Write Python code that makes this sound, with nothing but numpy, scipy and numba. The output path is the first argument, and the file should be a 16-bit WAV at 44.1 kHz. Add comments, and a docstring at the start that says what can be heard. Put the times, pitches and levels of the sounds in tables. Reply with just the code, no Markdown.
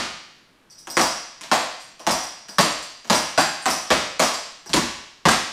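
"""A clog dancer stamps a slow, then quicker figure on a tiled floor in a bright mirrored studio, a few metres from a camera.
Each stamp lands in two touches that thump the floor, knock the tile, clack the sole and crack the steel tap.
Light brushes lead into some stamps, and loose tap plates jingle as the feet land, rebound and swing.
One hand clap, a burst of mid-range noise, joins a late stamp. Blows pass through echoes and a fading room tail,
over a faint steady hush; the camera's limiter holds the peaks."""
import sys
import numpy as np
from scipy import signal
from scipy.fft import rfft, irfft
from scipy.io import wavfile
from scipy.ndimage import uniform_filter1d, minimum_filter1d
from numba import njit

SR = 44100
rng = np.random.default_rng(int(sys.argv[2]) if len(sys.argv) > 2 else 0)


def to_wav(s):
    """Save 16-bit WAV."""
    ch = np.atleast_2d(s).T  # columns
    pcm = np.round(np.clip(ch, -1, 1) * 32767)  # PCM
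    wavfile.write(sys.argv[1], SR, pcm.astype(np.int16))


N = 243431  # length in samples

# Resonances of the steel plates, listed for each shoe.
# Each row: frequency in Hz, width at half power in Hz, relative level in dB.
PLATE_MODES = { "right": [(4970, 410, -2), (5210, 220, -4), (5570, 160, -5.5), (5890, 21, 6),
               (5764, 160, 2.5), (7540, 120, -19), (7970, 91, -7.5), (8450, 120, -5), (10660, 32, -8),
               (12850, 110, -26), (14400, 300, -10)], "left": [(4240, 730, -3), (4530, 164, 3),
               (4790, 180, 8.5), (5780, 310, 0.5), (6670, 69, 4.5), (7550, 210, 3.5), (8830, 68, 7),
               (11300, 140, -14), (11800, 100, -16), (12900, 140, -12), (13800, 200, -37)]}
# The floor's deep sway under full weight.
# Each row: frequency in Hz, width at half power in Hz, relative level in dB.
SWAY_MODES = [(50, 6.5, -6), (70, 12, -7), (116, 46, -7.5), (164.4, 17, 3.5), (208, 46, 2.5)]
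# The floor's thud. Each row: frequency in Hz, width at half power in Hz, relative level in dB.
THUD_MODES = [(223, 10, -4), (244.4, 36, -0.5), (293, 100, -1), (331.8, 38, -4)]
# The tile on its bed. Each row: multiple of the pitch, width as a share of the pitch, relative level in dB.
TILE_MODES = [(.78, 0.16, -6), (1.0, 0.18, 1), (1.13, 0.15, -7), (1.33, 0.13, -4)]
# The hard sole. Each row: multiple of the pitch, width as a share of the pitch, relative level in dB.
SOLE_MODES = [(1.0, 0.27, 5), (1.27, 0.13, -8.5), (1.65, 0.53, -3), (2.2, 0.54, -23.5)]
# How the studio fades. Each row: frequency in Hz, time to fall by 60 dB in seconds.
ROOM_FADE = [(60, 0.68), (200, 0.37), (450, 0.6), (1100, 0.63), (2900, 0.87), (5500, 0.8), (9000, 0.6),
             (15000, 0.38)]
# First reflections from floor, ceiling, mirrors and walls.
# Each row: typical delay in seconds, level against the direct sound in dB.
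FIRST_ECHOES = [(.0021, -9), (.0052, 0.5), (.0088, -9), (0.0116, -8), (.019, -8.5), (0.0247, -7.5),
                (.0325, -25.5), (.047, -10)]
# Colour of the background hush. Each row: frequency in Hz, relative level per Hz in dB.
HUSH_COLOUR = [(25, -2.5), (60, -11.5), (150, -3.5), (300, -3), (600, -9.5), (1200, -8.5), (3000, -15),
               (7000, -25.5), (11000, -27.5), (15000, -31)]
# Stamps: weight deepens the blow, toe shifts it from the tile to the steel tap.
# Each row: start in seconds, shoe, force in dB, weight in dB, toe in dB, tile pitch in Hz,
# sole pitch in Hz, rattle in dB.
STAMP_EVENTS = [ (-.125, "left", 3, 3.5, 1.5, 690, 1150, -0.5), (.969, "right", 1.5, -1, -1, 687, 1055, 4),
                (1.515, "left", 1.5, -4.5, -2, 668, 1067, -1.5),
                (2.067, "right", -0.5, -1, -2.5, 702, 1066, 2), (2.584, "left", 2.5, 0, 0.5, 623, 1080, 3),
                (3.099, "right", 2, -1, 0, 647, 1010, 2), (3.377, "left", 1, -1.5, -3, 795, 1480, 2),
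                (3.657, "right", -2.5, -1.5, -0.5, 724, 1060, 2), (3.904, "left", 2, 0, 0, 568, 1084, -4),
                (4.195, "right", 2, -4, 0.5, 634, 1080, -1), (4.738, "right", -2, 6, 4, 584, 1005, -13),
                (5.254, "left", 2, 4, -1, 690, 1140, -8), (5.286, "right", -2, -4, 5, 755, 1200, -23)]
# Light brushes of the free foot just ahead of a stamp.
# Each row: start in seconds, shoe, force in dB, weight in dB, toe in dB.
BRUSH_EVENTS = [ (.872, "right", -18.5, 0, -2), (1.411, "right", -25.5, -4, 7.5),
                (1.434, "left", -23, -3, 5), (1.995, "right", -23, -2.5, -2), (2.486, "left", -24, -2, 0.5),
                (3.047, "right", -27.5, 1, 1), (3.076, "right", -29, -4, 2),
                (4.661, "right", -30.5, 5, -3.5), (4.694, "right", -19.5, 5.5, 2.5)]
# A swung foot shakes its loose plates in the air. Each row: start in seconds, shoe, level in dB.
FLICK_EVENTS = [ (.70, "right", -20.5), (0.783, "right", -18), (.901, "right", -5.5), (1.80, "left", -16.5),
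                (2.225, "right", -10.5), (2.484, "right", -13), (2.823, "left", -11), (3.613, "left", -17),
                (4.338, "left", -7.5), (4.66, "right", -16.5)]
# The tap on each shoe. Each entry: crack cut-off in Hz, rattle on landing in dB,
# rattle on the plate's rebound in dB.
SHOE_TAPS = {"right": (6800, -11, -1.4), "left": (5570, -4, -2.8)}
# How each foot settles after its first touch.
# Each entry: delay of the second touch in seconds, its force against the first in dB.
FOOT_SETTLE = {"right": (.026, -4.5), "left": (.011, -6)}
# When each shoe's loose plate swings back. Each entry: delay after the foot lands in seconds.
PLATE_REBOUND = {"right": .042, "left": .018}

LEAD = SR // 4  # samples of run-up, so that a stamp can start before time zero
BODY_SIZE, ROOM_SIZE = 8192, 32768  # samples in a struck body's ring and in the room's tail
HZ = np.fft.rfftfreq(BODY_SIZE, 1 / SR) + 1e-3  # just above zero, so that we can divide by it

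# each part's level in dB, in a blow of 0 dB force, weight and toe
SWAY_DB, THUD_DB, KNOCK_DB, CLACK_DB, CRACK_DB = -8.5, -5.5, -1.5, .5, -1
SWAY_PER_WEIGHT = 1.45  # dB per dB: the deep sway needs the body's weight more than the thud does
STAMP_CONTACT_S, BRUSH_CONTACT_S = 0.012, 0.0039  # time for the shoe's grinding to fall by 60 dB
BRUSH_TILE_HZ, BRUSH_SOLE_HZ = 655, 990
BRUSH_RATTLE_DB = -2.5  # the plate's rattle against the force of the brush
RATTLE_S = .026  # a loose plate's bounces are spread within this time
FLOOR_TICK_DB, AIR_TICK_DB = -2.5, -9  # tick against ring: a plate rings more purely in the air
TOP_HZ = 15500  # the camera passes nothing much above this


def undb(db):
    """Decibels to gain."""
    return 10 ** (np.asarray(db) / 20)


def unit(x):
    """Scale to an energy of one."""
    return x / np.sqrt(np.sum(x ** 2))


def fade(t, t60):
    """Exponential decay, 60 dB down after t60 seconds."""
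    return np.exp(-np.log(1000) * t / t60)


def on_log_axis(points, hz):
    """Read (Hz, value) points at any frequency."""
    f, value = np.transpose(points)
    return np.interp(np.log(hz + 1), np.log(f), value)


def add(track, start, sound):
    """Mix a sound in from sample start on, dropping what runs past the end."""
    part = sound[:len(track) - start]
    track[start:start + len(part)] += part


def resonances(modes, db, pitch=1):
    """Power spectrum of coupled pairs of damped modes: steep skirts, and a swell before the fade."""
    f, width, mode_db = np.transpose(modes)[:, :, None]
    detune = (HZ / (pitch * f) - pitch * f / HZ) * f / width
    peaks = undb(mode_db) ** 2 / (1 + (np.sqrt(2) - 1) * detune ** 2) ** 2
    power = np.sum(peaks, axis=0)
    # db sets the level of all the modes together
    return undb(db) ** 2 * power / power.mean()


def crack(db, lo_hz, hi_hz, order=6):
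    """Power spectrum of two hard faces meeting; softer contact lowers the upper edge."""
    low_edge = 1 / (1 + (lo_hz / HZ) ** order)
    power = low_edge / (1 + (HZ / hi_hz) ** order)
    return undb(db) ** 2 * power / power.mean()


def struck(power, ripple_db, ripple_hz):
    """A body's ring after one blow; the spot that is hit favours some of its many small modes."""
    spots = np.arange(0, SR, ripple_hz)
    favour = rng.standard_normal(BODY_SIZE)[:len(spots)]
    ripple = undb(ripple_db * np.interp(HZ, spots, favour)) ** 2
    # minimum phase: nothing sounds before the blow
    cepstrum = irfft(np.log(power * ripple / ripple.mean() + 1e-9) / 2)
    cepstrum[1:BODY_SIZE // 2] *= 2
    cepstrum[BODY_SIZE // 2 + 1:] = 0
    return irfft(np.exp(rfft(cepstrum)))


def diffuse_tails(build_s, count=16):
    """Dense reflections for several spots on the floor: they build up, then die at each band's own rate."""
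    noise = rng.standard_normal((count, ROOM_SIZE))
    f, frames, cells = signal.stft(noise, SR, nperseg=512)
    # keep only the random phases, then fade every band
    cells = cells / np.abs(cells) * fade(frames, on_log_axis(ROOM_FADE, f)[:, None])
    build = 1 - np.exp(-np.arange(ROOM_SIZE) / SR / build_s)
    tails = signal.istft(cells, SR)[1]
    return [unit(tail[:ROOM_SIZE] * build) for tail in tails]


def studio(tail, contact_s, direct_db, tail_db):
    """A gritty contact heard directly, by first reflections that shift as the dancer moves, and diffusely."""
    t = np.arange(BODY_SIZE // 2) / SR
    contact = unit(rng.standard_normal(len(t)) * fade(t, contact_s))
    response = undb(tail_db) * tail
    add(response, 0, undb(direct_db) * contact)
    for delay, db in FIRST_ECHOES:
        shifted = delay * rng.uniform(.8, 1.2)
        add(response, int(shifted * SR), undb(direct_db + db) * contact)
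    return response


def footfall(tails, spot, shoe, force_db, weight_db, toe_db, tile_hz, sole_hz, contact_s):
    """Tap and sole crack at first touch; tile and floor answer a moment later, as the weight comes down."""
    out = np.zeros(2 * ROOM_SIZE)
    tap = crack(force_db + CRACK_DB + toe_db, lo_hz=1430, hi_hz=SHOE_TAPS[shoe][0])
    sole = resonances(SOLE_MODES, force_db + CLACK_DB, sole_hz)
    path = studio(tails[spot % len(tails)], contact_s, direct_db=3.5, tail_db=9.0)
    shoe_ring = struck(sole + tap, ripple_db=2.5, ripple_hz=49.73)
    add(out, 0, signal.fftconvolve(shoe_ring, path))

    sway = resonances(SWAY_MODES, force_db + SWAY_DB + SWAY_PER_WEIGHT * weight_db)
    thud = resonances(THUD_MODES, force_db + THUD_DB + weight_db)
    knock = resonances(TILE_MODES, force_db + KNOCK_DB - toe_db, tile_hz)
    path = studio(tails[-1 - spot % len(tails)], contact_s=0.06, direct_db=5, tail_db=9.0)
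    floor_ring = struck(sway + thud + knock, ripple_db=2.0, ripple_hz=29.8)
    add(out, int(0.00203 * SR), signal.fftconvolve(floor_ring, path))
    return out


def steps(tails):
    """A stamp lands in two touches, as the rest of the foot comes down; a brush is one light, glancing touch."""
    out = np.zeros(LEAD + N)
    for spot, (s, shoe, force_db, *colour, _) in enumerate(STAMP_EVENTS):
        settle_s, settle_db = FOOT_SETTLE[shoe]
        first = footfall(tails, spot, shoe, force_db, *colour, STAMP_CONTACT_S)
        add(out, LEAD + int(s * SR), first)
        second = footfall(tails, spot + 2, shoe, force_db + settle_db, *colour, STAMP_CONTACT_S)
        add(out, LEAD + int((s + settle_s) * SR), second)
    for spot, (s, *blow) in enumerate(BRUSH_EVENTS):
        brush = footfall(tails, spot, *blow, BRUSH_TILE_HZ, BRUSH_SOLE_HZ, BRUSH_CONTACT_S)
        add(out, LEAD + int(s * SR), brush)
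    return out


def chatter(tails, length, count=4):
    """The loose plate bounces unevenly against the fixed one, tending to weaken each time."""
    out = np.zeros(ROOM_SIZE)
    gaps = rng.uniform(.5, 1.5, count)
    delays = length * (np.cumsum(gaps) - gaps[0]) / np.sum(gaps)
    sizes_db = -2.5 * np.arange(count) + 3.5 * rng.standard_normal(count)
    sizes = unit(undb(sizes_db))
    for delay, size, spot in zip(delays, sizes, rng.permutation(len(tails))):
        bounce = studio(tails[spot], contact_s=0.0019, direct_db=-1.5, tail_db=4.5)
        add(out, int(delay * SR), size * bounce)
    return out


def rattle(tails, shoe, db, tick_db):
    """One shoe's loose plate chatters: a tick and a steel ring at each touch."""
    tick = crack(tick_db, lo_hz=4330, hi_hz=9100)
    ring = resonances(PLATE_MODES[shoe], 0)
    steel = struck(ring + tick, ripple_db=4.0, ripple_hz=59.6)
    return undb(db) * signal.fftconvolve(steel, chatter(tails, RATTLE_S))


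def jingles(tails):
    """The taps rattle as a stamp lands, again as the plate rebounds, and whenever a foot brushes or is flicked."""
    out = np.zeros(LEAD + N)
    for s, shoe, *_, rattle_db in STAMP_EVENTS:
        _, landing_db, rebound_db = SHOE_TAPS[shoe]
        landing = rattle(tails, shoe, rattle_db + landing_db, FLOOR_TICK_DB)
        add(out, LEAD + int(s * SR), landing)
        rebound = rattle(tails, shoe, rattle_db + rebound_db, FLOOR_TICK_DB)
        add(out, LEAD + int((s + PLATE_REBOUND[shoe]) * SR), rebound)
    for s, shoe, force_db, *_ in BRUSH_EVENTS:
        brushed = rattle(tails, shoe, force_db + BRUSH_RATTLE_DB, FLOOR_TICK_DB)
        add(out, LEAD + int(s * SR), brushed)
    for s, shoe, db in FLICK_EVENTS:
        add(out, LEAD + int(s * SR), rattle(tails, shoe, db, AIR_TICK_DB))
    return out


def hush(db):
    """Faint steady room noise: random noise coloured by frequency."""
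    colour = undb(on_log_axis(HUSH_COLOUR, np.fft.rfftfreq(N, 1 / SR)))
    noise = irfft(rfft(rng.standard_normal(N)) * colour, N)
    # db sets the average (RMS) level
    return undb(db) * np.sqrt(N) * unit(noise)


def clap(tails):
    """One flat-handed clap: two palms meet with a broad mid-range crack."""
    out = np.zeros(LEAD + N)
    palms = struck(crack(0, lo_hz=1380, hi_hz=4340), ripple_db=0.0, ripple_hz=155)
    path = studio(tails[-1], contact_s=0.01, direct_db=6.0, tail_db=2.5)
    add(out, LEAD + int(4.733 * SR), signal.fftconvolve(palms, path))
    return out


def scene():
    """The dancer in the studio, with the run-up cut off and the hush added."""
    tails = diffuse_tails(build_s=0.0035)
    dancer = steps(tails) + jingles(tails) + clap(tails)
    return (dancer[LEAD:] + hush(db=-58))[None]


@njit
def peak_follower(x, release):
    """Jumps to each peak and sinks back slowly."""
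    out, level = np.empty(len(x)), 0.
    for i in range(len(x)):
        level = max(abs(x[i]), level * release)
        out[i] = level
    return out


def limiter(x, ceiling_db, release_s):
    """Turns the gain down just ahead of each peak that would pass the ceiling."""
    peaks = peak_follower(x, np.exp(-1 / (release_s * SR)))
    gain = np.minimum(1, undb(ceiling_db) / (peaks + 1e-9))
    # look a few samples ahead, then smooth the turn
    return x * uniform_filter1d(minimum_filter1d(gain, size=33), size=33)


def record(dry):
    """The camera limits the peaks and cuts the top."""
    # the small microphone is dull at the very top
    dull = signal.butter(2, 13000, fs=SR, output="sos")
    heard = signal.sosfilt(dull, dry[0])
    held = limiter(heard, ceiling_db=-1.0, release_s=0.11)
    top_cut = signal.ellip(8, .2, 70, TOP_HZ, fs=SR, output="sos")
    return signal.sosfilt(top_cut, held)[None]


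dry = scene()
out = record(dry)
to_wav(out)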